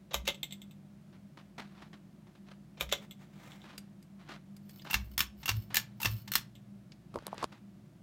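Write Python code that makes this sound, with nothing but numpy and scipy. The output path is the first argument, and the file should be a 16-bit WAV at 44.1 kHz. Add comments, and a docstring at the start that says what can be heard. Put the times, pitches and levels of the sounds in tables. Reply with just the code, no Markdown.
"""In a basement, a ceiling fan hums close to a hand-held microphone.
Two pulls of a chain switch its light on and off, then the speed switch is pulled three times.
Switch teeth, chain and brass are short noise scrapes that set modes ringing; the housing booms in sines.
Beads, sliding chain and brushing clothes are trains of tiny contacts; fingers knock on the grip.
Wavering tones, a 120 Hz buzz and shaped noise make the motor and its air; scattered echoes make the room."""
import sys
import numpy as np
from scipy import signal
from scipy.fft import rfft, irfft
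from scipy.io import wavfile
from scipy.ndimage import uniform_filter1d

SR = 44100
rng = np.random.default_rng(int(sys.argv[2]) if len(sys.argv) > 2 else 0)


def transcribe(u):
    """Save the signal u as a 16-bit wav file named by the first command-line argument.

    u: samples, shape (n,) or (channels, n), limited to [-1, 1]; the rate is SR.
    q: integer samples, one column per channel.
    """
    v = np.clip(np.atleast_2d(u).T, -1, 1)
    q = np.round(v * 32767).astype(np.int16)
    wavfile.write(sys.argv[1], SR, q)


N = 353770  # length [samples]


def amp(db):
    """Decibels to gain."""
    return 10 ** (np.asarray(db) / 20)


def evened(x):
    """Scales to rms 1."""
    return x / np.sqrt(np.mean(abs(x) ** 2) + 1e-20)


def unit(x):
    """Scales to energy 1."""
    return x / (np.linalg.norm(x) + 1e-12)


def read(points, hz):
    """Reads a table on a log-frequency axis."""
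    f, value = np.transpose(points)
    return np.interp(np.log(hz + 1), np.log(f + 1), value)


def add(mix, s, sound):
    """Lays a sound into the mix at time s."""
    part = mix[max(round(s * SR), 0):][:len(sound)]
    part += sound[:len(part)]


def colour(x, points, size=2048):
    """Minimum-phase filter with the given (frequency [Hz], gain [dB]) shape."""
    log_gain = np.log(amp(read(points, abs(np.fft.fftfreq(size, 1 / SR)))))
    taps = np.fft.ifft(np.exp(np.conj(signal.hilbert(log_gain)))).real
    return signal.fftconvolve(x, taps[:size // 2])[:len(x)]


def drift(width_hz, rate_hz=400):
    """Slow complex random modulation of rms 1, weaker beyond the given width."""
    hz = np.fft.fftfreq(4096, 1 / rate_hz)
    spectrum = np.exp(2j * np.pi * rng.random(len(hz))) / (1 + (hz / width_hz) ** 2)
    slow = np.fft.ifft(spectrum)
    return evened(np.interp(np.arange(N) / SR, np.arange(len(hz)) / rate_hz, slow))


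def swells(rows):
    """Gain per sample of movements that each rise to a peak and fall away."""
    t = np.arange(N) / SR
    return sum(amp(db) * np.exp(-((t - s) / np.where(t < s, rise, fall)) ** 2)
               for s, db, rise, fall in rows)


def ring(modes, t):
    """Dying sines with random starting phases, as a struck part rings; energy 1."""
    return unit(sum(amp(db - 60 * t / t60) * np.sin(2 * np.pi * (hz * t + rng.random()))
                    for hz, db, t60 in modes))


def clicks(rows, blow, modes, ring_db, rattle_db, rattle_s, ping_s, uneven_db=3):
    """Each contact is a short scrape with a fading rattle, the part's ringing modes and one short ping."""
    out, t = np.zeros(N), np.arange(SR // 5) / SR
    for s, db, thud_db, sparkle_db, length, ping_hz, ping_db in rows:
        scrape, rattle = rng.standard_normal((2, len(t))) * (rng.random((2, len(t))) < .5)
        chatter = amp(uneven_db * evened(uniform_filter1d(rng.standard_normal(len(t)), size=40)))
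        u = t / max(length, 1e-4)
        scrape = unit(scrape * u * np.exp(-2.3 * u))
        rattle = unit(rattle * chatter * (1 - np.exp(-u)) * np.exp(-t / rattle_s))
        contact = scrape + amp(rattle_db) * rattle
        build = 1 - np.exp(-2 * u)  # ringing grows while the contact lasts
        body = unit(colour(contact, blow)) + amp(ring_db) * ring(modes, t) * build
        body = unit(colour(body, [(900, thud_db), (2000, 0), (5500, 0), (11000, sparkle_db)]))
        # the spot that is struck favours one short resonance
        ping = unit(build * np.exp(-t / ping_s) * np.sin(2 * np.pi * ping_hz * t))
        body = body + amp(ping_db) * ping
        attack_rms = np.sqrt(np.mean(body[t < .008] ** 2))
        add(out, s, amp(db) * body / attack_rms)
    return out


def strokes(rows, teeth):
    """Clicks of a switch: each stroke passes the same teeth at its own pace, then snaps."""
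    hits = []
    for s, db, travel, ratchet_db, ping_hz, *_ in rows:
        for k, (to_go, accent_db, thud_db, sparkle_db, length, ping_db) in enumerate(teeth):
            is_snap = k == len(teeth) - 1
            hit_db = db + accent_db + (0 if is_snap else ratchet_db)
            hits.append((s - to_go * travel, hit_db, thud_db, sparkle_db, length, ping_hz, ping_db))
    return hits


def touches(rows, touch):
    """Clicks of one kind of contact, differing only in time, strength and sparkle."""
    thud_db, length, ping_hz, ping_db = touch
    return [(s, db, thud_db, sparkle_db, length, ping_hz, ping_db) for s, db, sparkle_db in rows]


def grains(per_s, spread_db, clump_db=3, clump_hz=70):
    """A random train of tiny contacts of uneven size that come in clumps; rms 1."""
    size = amp(abs(spread_db) * np.minimum(rng.exponential(1, N), 4))
    clumps = amp(clump_db * np.clip(evened(drift(clump_hz).real), -2, 2))
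    hits = rng.standard_normal(N) * (rng.random(N) < per_s / SR)
    return evened(size * clumps * hits)


def rubbing(gain, shape, per_s, clump_db=2):
    """Surfaces catch and slip in many tiny contacts."""
    return gain * evened(colour(grains(per_s, spread_db=0.6, clump_db=clump_db), shape))


# pulls of the speed chain: (time of the snap [s], level [dB], ratchet travel [s], ratchet re snap [dB],
# ping [Hz], low boom [dB], high boom [dB], beads [dB])
SPEED_PULLS = [(4.9412, -23.5, .0326, -9.5, 2740, -37.5, -48, -63.5),
               (5.4903, -25, .0335, -7.5, 2780, -45.5, -37, -57),
               (6.0556, -25.5, .0264, -5.5, 2690, -48.5, -38.5, -53)]
# the speed chain is let go: (time of the snap [s], level [dB], ratchet travel [s],
# ratchet re snap [dB], ping [Hz])
SPEED_RETURNS = [(5.2047, -24, .0263, -4.5, 5320), (5.7684, -22, .0244, -7, 1745),
                 (6.3539, -21.5, .0356, -11.5, 4205)]
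# teeth of each stroke, last row the snap: (share of travel to go [0-1], accent [dB], extra thud [dB],
# extra sparkle [dB], scrape length [s], ping [dB])
SPEED_PULL_TEETH = [(1, -1, 4, 4, .0045, -2), (.35, 0, 10, -2, .006, -4), (0, 0, 5.5, -6, .0044, -5)]
SPEED_RETURN_TEETH = [(1, .5, 4, 5, .0023, -9), (.5, -.5, -4, 2, .0026, -13), (0, 0, 2, 0, .003, -9)]  # same columns
# beads catch at the mouth of the switch: (time [s], level [dB], extra sparkle [dB])
BEAD_CATCHES = [(4.899, -42, -10), (5.4293, -47.5, -14), (6.0005, -43, 2), (6.0145, -38, 7),
                (6.2754, -46, -8)]
# feel of a bead catch: (extra thud [dB], scrape length [s], ping [Hz], ping level [dB])
CATCH_TOUCH = (8, .008, 900, -9)
# colour of the blow: (frequency [Hz], relative level [dB])
SPEED_BLOW = [(130, -6.5), (290, -10.5), (420, -15.5), (650, -16), (950, -4.5), (2200, 1), (2800, 1.5),
              (5500, -2.5), (8000, -6), (10000, -11.5), (12000, -6.5), (14200, 0.5), (16000, -10.5)]
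# ringing of the switch: (frequency [Hz], relative level [dB], t60 [s])
SPEED_MODES = [(926, 3.5, 0.023), (1116, -8, 0.17), (1278, -13.5, .1), (1778, -1, .04), (2650, 4, 0.034),
               (2870, 0.5, 0.017), (2805, -2, 0.075), (3360, -2.5, .05), (3600, -2, 0.094),
               (3780, 4, 0.046), (4100, -4, 0.068), (4540, -4, 0.1), (5470, 2, 0.072), (5376, 4.5, 0.026),
               (5930, -3, .06), (6770, 1, 0.072), (13780, -4, 0.034), (15830, -6, .05)]


def speed_switch():
    """A ratchet ticks over its teeth and snaps, on each pull and each release; beads catch at its mouth."""
    hits = strokes(SPEED_PULLS, SPEED_PULL_TEETH) + strokes(SPEED_RETURNS, SPEED_RETURN_TEETH)
    hits += touches(BEAD_CATCHES, CATCH_TOUCH)
    return clicks(hits, SPEED_BLOW, SPEED_MODES, ring_db=-8.5, rattle_db=-7, rattle_s=0.015,
                  ping_s=0.0039, uneven_db=4.5)


# pulls of the light chain: (time of the snap [s], level [dB], ratchet travel [s], ratchet re snap [dB],
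# ping [Hz], low boom [dB])
LIGHT_PULLS = [(0.1425, -27.5, .034, -12.5, 3800, -45.5), (2.8087, -29.5, .037, -18, 2440, -50)]
# the light chain is let go: (time of the snap [s], level [dB], ratchet travel [s],
# ratchet re snap [dB], ping [Hz])
LIGHT_RETURNS = [(0.2766, -28.5, .0244, -12, 3730), (2.9242, -25.5, .034, -14, 3460)]
# teeth of each stroke, last row the snap: (share of travel to go [0-1], accent [dB], extra thud [dB],
# extra sparkle [dB], scrape length [s], ping [dB])
LIGHT_PULL_TEETH = [(1, -9.5, 5, -22, .014, -12), (.3, -2, -3, -3, .013, -13), (0, 0, 3.5, 0, .0019, -6.5)]
LIGHT_RETURN_TEETH = [(1, -10, -9, -9, .008, -16), (.3, 0, -20, -11, .008, -20), (0, 0, 2, -4, .0027, -8)]  # same columns
# colour of the blow: (frequency [Hz], relative level [dB])
LIGHT_BLOW = [(150, -36), (350, -6.5), (550, 0.5), (900, -3.5), (1700, -5), (3700, -2), (4900, -12),
              (7000, -5.5), (9500, -20.5), (12300, -7.5), (15500, -15.5)]
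# ringing of the switch: (frequency [Hz], relative level [dB], t60 [s])
LIGHT_MODES = [(450, -2, 0.055), (572.7, -3.5, 0.16), (1144, -1, 0.054), (1398, -4.5, 0.038),
               (2080, -7.5, 0.17), (2206, -0.5, 0.048), (2510, -10, 0.044), (3070, 1.5, 0.1),
               (3470, -2.5, .04), (3760, 5, 0.065), (4090, -12, .06), (5420, -4, .08), (7200, -8.5, 0.051),
               (6640, -7, .04), (13000, -18, .04)]


def light_switch():
    """A ratchet ticks over its teeth and snaps, on each pull and each release."""
    hits = strokes(LIGHT_PULLS, LIGHT_PULL_TEETH) + strokes(LIGHT_RETURNS, LIGHT_RETURN_TEETH)
    return clicks(hits, LIGHT_BLOW, LIGHT_MODES, ring_db=-7.5, rattle_db=-4.5, rattle_s=.016,
                  ping_s=0.0024, uneven_db=4)


# low and high boom of the housing: (frequency [Hz], hold [s], t60 [s])
HOUSING_MODES = [(61, .07, .25), (108, .098, .15)]


def housing(delay_s=.003, rise_s=0.004, shake=0.45, after_db=-13, after_t60_s=1.1):
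    """Each pull sets off low booms that swell, hold and die away into a faint after-ring."""
    out, t = np.zeros(N), np.arange(SR) / SR
    low, high = HOUSING_MODES
    booms = [(s, low_db, *low) for s, _, _, _, _, low_db, *_ in LIGHT_PULLS + SPEED_PULLS]
    booms += [(s, high_db, *high) for s, *_, high_db, _ in SPEED_PULLS]
    for s, db, hz, hold, t60 in booms:
        main_fade_db = -60 * np.maximum(t - hold, 0) / t60
        fade_db = np.maximum(main_fade_db, after_db - 60 * t / after_t60_s)
        swell = (1 - np.exp(-(t / rise_s) ** 2)) * amp(db + fade_db)
        tone = ((1 + shake * drift(25)[:SR]) * np.exp(2j * np.pi * hz * t)).imag
        add(out, s + delay_s, np.sqrt(2) * swell * tone)
    return out


def bounces(count=4, start_s=0.4306, period_s=.0933, db=-33.3, loss_db=8.7, sparkle_db=-2.5):
    """The freed chain swings against a shade at even intervals, losing the same share each time."""
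    return [(start_s + k * period_s, db - k * loss_db, sparkle_db) for k in range(count)]


# stray slaps on the glass: (time [s], level [dB], extra sparkle [dB])
CHAIN_SLAPS = [(0.2872, -32, -35), (0.3448, -50, -10), (0.5086, -50.5, -12), (2.935, -36, -23),
               (3.1097, -48.5, -3), (3.5182, -55, -19), (3.617, -58, -25), (4.795, -56, -19),
               (6.553, -58.5, -7)]
# feel of a slap: (extra thud [dB], scrape length [s], ping [Hz], ping level [dB])
CHAIN_TOUCH = (6, .0017, 3520, -4.5)
# colour of the blow: (frequency [Hz], relative level [dB])
CHAIN_BLOW = [(400, -15), (1700, -19), (2200, -5), (3600, 3.5), (4900, -16.5), (6400, -14.5), (7900, 0),
              (9500, -26), (12000, -21), (14000, 0), (16000, -29.5)]
# ringing of chain on glass: (frequency [Hz], relative level [dB], t60 [s])
CHAIN_MODES = [(2125, 3.5, 0.08), (2800, -46, .09), (2970, -26, .1), (3450, 5, 0.09), (3578, 2, 0.096),
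               (3810, 1, .12), (5420, -20, 0.17), (6190, -7.5, 0.1), (7400, 6, .06), (8000, -13, .07),
               (14180, -14, 0.053), (14600, -3, .05)]


def chain_on_glass():
    """The chain slaps the glass shades: bright contacts with a rattle and glassy ringing."""
    return clicks(touches(bounces() + CHAIN_SLAPS, CHAIN_TOUCH), CHAIN_BLOW, CHAIN_MODES,
                  ring_db=-7, rattle_db=0.5, rattle_s=0.013, ping_s=0.0013)


# ticks on the fitting: (time [s], level [dB], extra sparkle [dB])
BRASS_TICKS = [(3.7786, -44, 0.5), (4.026, -63, 2), (4.565, -59, 0), (4.694, -56, -3), (4.8189, -55, -25),
               (6.9191, -54, -30)]
# feel of a tick: (extra thud [dB], scrape length [s], ping [Hz], ping level [dB])
BRASS_TOUCH = (0, .0035, 4800, -7)
# colour of the blow: (frequency [Hz], relative level [dB])
BRASS_BLOW = [(400, 2), (1100, -10), (1600, -1.5), (2400, -2), (4000, -2), (4850, -0.5), (5800, -5),
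              (7000, -2), (7900, -4), (8600, -8), (12300, -3), (16000, -15)]
# ringing of the fitting: (frequency [Hz], relative level [dB], t60 [s])
BRASS_MODES = [(2260, 4, 0.043), (4600, -4.5, 0.023), (5000, -5, 0.054), (6930, 5, .04), (8480, 4, 0.076),
               (12300, -7, .04)]


def chain_on_brass():
    """The chain ticks against the brass fitting, which rings briefly."""
    return clicks(touches(BRASS_TICKS, BRASS_TOUCH), BRASS_BLOW, BRASS_MODES,
                  ring_db=-8.5, rattle_db=-7, rattle_s=.008, ping_s=0.0029)


# the hand gathers the speed chain: (time of the peak [s], level [dB], rise [s], fall [s])
GATHERS = [(4.73, -66, .07, .15), (5.135, -65, .025, .02), (5.405, -63, .025, .025)]
# ringing of the taut chain and its fitting: (frequency [Hz], relative level [dB], t60 [s])
BEAD_MODES = [(1070, -10.5, 0.049), (1330, -17, 0.049), (2165, -5, .02), (2930, -5.5, .03),
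              (3670, -14, .04), (4440, -3.5, .025), (5340, -8, .03), (8430, -11, .02),
              (10800, -12.5, 0.017), (13000, -0.5, .006), (14000, -5, .008), (14500, 2, 0.0046)]
# the taut chain sings: (frequency [Hz], relative level [dB])
CHAIN_TONES = [(4436, -77), (5319, -72), (13464, -80), (13609, -79), (14002, -70), (14314, -74),
               (14341, -75), (14707, -78), (15219, -82)]
# colour of the bare ticks: (frequency [Hz], relative level [dB])
BEAD_COLOUR = [(300, -14), (1000, 3), (2500, -5.5), (5000, -2.5), (7000, -6), (10000, -11), (12500, -5),
               (14300, 6.5), (16000, -8.5)]


def beads(ring_db=-2, sing_db=-5.5, sing_t60_s=.25, delay_s=.06, rise_s=.075, fall_s=.105):
    """Beads of the taut chain run through the brass fitting after each speed pull and make it sing."""
    runs = [(s + delay_s, db, rise_s, fall_s) for s, *_, db in SPEED_PULLS]
    ticks, t = grains(per_s=2500, spread_db=2, clump_db=4), np.arange(SR // 4) / SR
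    tones = [(hz, db, sing_t60_s) for hz, db in CHAIN_TONES]
    rung = signal.fftconvolve(ticks, ring(BEAD_MODES, t))[:N]
    sung = signal.fftconvolve(ticks, ring(tones, t))[:N]
    bare = evened(colour(ticks, BEAD_COLOUR))
    return swells(GATHERS + runs) * evened(amp(ring_db) * evened(rung) + amp(sing_db) * evened(sung) + bare)


# movements of the slack chain: (time of the peak [s], level [dB], rise [s], fall [s])
SLIDES = [(3.035, -57, .03, .022), (3.22, -61, .025, .035), (3.47, -58, .13, .16)]
# colour of chain on skin: (frequency [Hz], relative level [dB])
SLIDE_COLOUR = [(200, 2), (800, 6), (1700, 1), (2200, 4), (2800, -4), (3700, -2), (4400, -8), (7500, -10),
                (10000, -18), (15500, -15.5)]


def chain_slide():
    """The slack chain slides through the fingers in a dense train of contacts."""
    return rubbing(swells(SLIDES), SLIDE_COLOUR, per_s=14000)


# fingers on the grip: (time [s], level [dB], extra thud [dB], extra sparkle [dB], scrape length [s],
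# ping [Hz])
GRIP_KNOCKS = [(7.1406, -48.5, 6, -4, .005, 1200), (7.1575, -33.5, 14, -4, .002, 330),
               (7.1693, -44, 22, -15, .0099, 650), (7.187, -49, 2, -16, .002, 920),
               (7.2241, -54.5, 11, -2, .0017, 590), (7.2674, -39, -2, 8, .001, 900),
               (7.2798, -46, 5, -6, .0014, 390), (7.3287, -36.5, 27, 4, .0012, 660),
               (7.342, -48, 13, 8, .004, 600), (7.3803, -44.5, -12, -12, .0014, 390),
               (7.4265, -32, 7, -8, .0043, 1090), (7.434, -38, 4, -7, .0081, 280),
               (7.442, -31, -4, -8, .00084, 420)]
# colour of the blow: (frequency [Hz], relative level [dB])
GRIP_BLOW = [(50, -18), (250, -1.5), (650, -3.5), (1100, 0.5), (1800, -15), (4800, -14.5), (6200, -20),
             (10000, -18), (16000, -41)]
# ringing of the grip: (frequency [Hz], relative level [dB], t60 [s])
GRIP_MODES = [(620, 7, 0.027), (875, 1, 0.011), (1240, -5, .012)]


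def grip_knocks(ping_db=-5.5):
    """Fingers knock on the grip: short blows on a body that rings only briefly."""
    return clicks([(*knock, ping_db) for knock in GRIP_KNOCKS], GRIP_BLOW, GRIP_MODES,
                  ring_db=-10.5, rattle_db=-14, rattle_s=0.0066, ping_s=0.0018)


# shifts of the fingers: (time of the peak [s], level [dB], rise [s], fall [s])
RUMBLES = [(7.168, -41, .02, .018), (7.4, -56, .07, .05)]
# colour of the case: (frequency [Hz], relative level [dB])
RUMBLE_COLOUR = [(20, -13), (45, -1.5), (80, -8.5), (160, -11), (330, -8.5), (600, -19), (2000, -56)]


def case_rumble():
    """The case rumbles as the fingers shift: sparse contacts with most of the treble removed."""
    return rubbing(swells(RUMBLES), RUMBLE_COLOUR, per_s=2000)


# brushes as the arm moves: (time of the peak [s], level [dB], rise [s], fall [s])
BRUSHES = [(1.79, -62, .1, .07), (2.49, -61, .025, .03), (3.70, -58, .03, .05), (4.21, -61, .018, .04),
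           (4.32, -51, .04, .045), (7.28, -59.5, .12, .2), (7.415, -51.5, .035, .02)]
# the cloth catches and lets go: (time [s], level [dB], decay time [s])
SCUFFS = [(1.125, -60, 0.034), (1.372, -49.5, 0.029), (1.580, -39.5, 0.03), (1.778, -60, 0.045),
          (1.816, -54, 0.018), (1.929, -51, 0.023), (2.268, -62, 0.033), (2.35, -58, 0.017),
          (2.512, -54, 0.018), (3.638, -54, 0.084), (4.287, -53.5, 0.04), (4.846, -46, 0.064),
          (5.703, -48.5, 0.07), (7.52, -51.5, .025)]
# colour of the cloth: (frequency [Hz], relative level [dB])
BRUSH_COLOUR = [(120, -9.5), (300, 7), (450, -4), (650, 2.5), (1200, 3), (1700, 0.5), (2200, -2),
                (4000, -6), (6000, -15), (9000, -25), (16000, -34)]


def clothes(rise_s=0.0018):
    """Cloth brushes as the arm moves, with sudden scuffs that die away."""
    gain, t = swells(BRUSHES), np.arange(SR // 3) / SR
    for s, db, decay in SCUFFS:
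        add(gain, s, amp(db) * (1 - np.exp(-t / rise_s)) * np.exp(-t / decay))
    return rubbing(gain, BRUSH_COLOUR, per_s=8000, clump_db=2.2)


# growl after the first change of speed: (time of the peak [s], level [dB], rise [s], fall [s])
GROWL = (5.13, -50, .06, .27)


def growl(hz=63, shake=.5, shake_hz=14):
    """A low, unsteady growl while the motor takes up its new speed."""
    carrier = np.exp(2j * np.pi * hz * np.arange(N) / SR)
    return swells([GROWL]) * evened(((1 + shake * drift(shake_hz)) * carrier).real)


# motor hum: (frequency [Hz], level [dB], waver [share 0-1], waver width [Hz])
HUM = [(59, -73, 0.5, 5.4), (106.7, -68.5, 1, 8), (147, -61.5, .85, 8), (199.8, -56.5, 0.95, 6.5),
       (356.5, -77, .8, 10)]
# mains buzz, which swells after the second speed pull: (time [s], level [dB])
BUZZ = [(5.5, -86), (5.7, -56.5), (6.4, -56), (6.8, -63), (7.2, -65.5), (8.02, -66)]
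# colour of moving air and room: (frequency [Hz], relative level per Hz [dB])
AIR = [(20, -36.5), (40, -26), (60, -12), (95, -10), (135, -3.5), (180, 5), (240, -4.5), (340, -6.5),
       (420, -18.5), (480, -20), (620, -13.5), (850, -22), (2000, -27.5), (16000, -42)]


def motor(air_db=-59.3, buzz_hz=120):
    """Wavering hum of the housing, mains buzz and the wash of air."""
    t = np.arange(N) / SR
    air_spectrum = rfft(rng.standard_normal(N)) * amp(read(AIR, np.fft.rfftfreq(N, 1 / SR)))
    out = amp(air_db) * evened(irfft(air_spectrum, N))
    for hz, db, waver, width in HUM:
        wavering = np.sqrt(1 - waver ** 2) + waver * drift(width)
        out += amp(db) * evened((wavering * np.exp(2j * np.pi * hz * t)).real)
    buzz_gain = amp(np.interp(t, *np.transpose(BUZZ)))
    return out + buzz_gain * evened(np.sin(2 * np.pi * buzz_hz * t))


# first echoes from shades, blades and ceiling: (delay [s], level re direct [dB])
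ECHOES = [(.0033, -18.5), (.0058, -25), (.0091, -15)]


def nearby(x):
    """The direct sound with its first echoes."""
    out = x.copy()
    for delay, db in ECHOES:
        add(out, delay, amp(db) * x)
    return out


# decay of the basement: (frequency [Hz], t60 [s])
ROOM = [(100, 0.56), (500, .28), (1000, .22), (3000, 0.22), (6000, .2), (15000, 0.13)]


def basement(x, gap_s=0.0013, per_s=5000):
    """Scattered echoes from joists and walls, the treble dying first."""
    taps = rng.choice([-1., 1.], SR // 2) * (rng.random(SR // 2) < per_s / SR)
    hz, t, z = signal.stft(taps, SR, nperseg=256)
    tail = signal.istft(z * amp(-60 * t / read(ROOM, hz)[:, None]), SR)[1]
    after_gap = np.arange(len(tail)) / SR > gap_s
    return signal.fftconvolve(x, unit(tail * after_gap))[:N]


def scene(room_db=-13.5):
    """Switches and chain sound in the room; handling, clothes, booms and motor are added without echoes."""
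    fan = speed_switch() + light_switch() + chain_on_glass() + chain_on_brass() + beads() + chain_slide()
    in_room = nearby(fan) + amp(room_db) * basement(fan)
    handling = grip_knocks() + case_rumble() + clothes()
    return (in_room + housing() + handling + growl() + motor())[None]


def record(dry, low_cut_hz=34, high_cut_hz=16000):
    """The microphone sheds the deepest bass, then the band is limited at the top."""
    thin = signal.sosfilt(signal.butter(4, low_cut_hz, "high", fs=SR, output="sos"), dry)
    low_pass = signal.firwin(401, high_cut_hz, window=("kaiser", 7), fs=SR)
    return signal.oaconvolve(thin, low_pass[None], "same")


dry = scene()
out = record(dry)
transcribe(out)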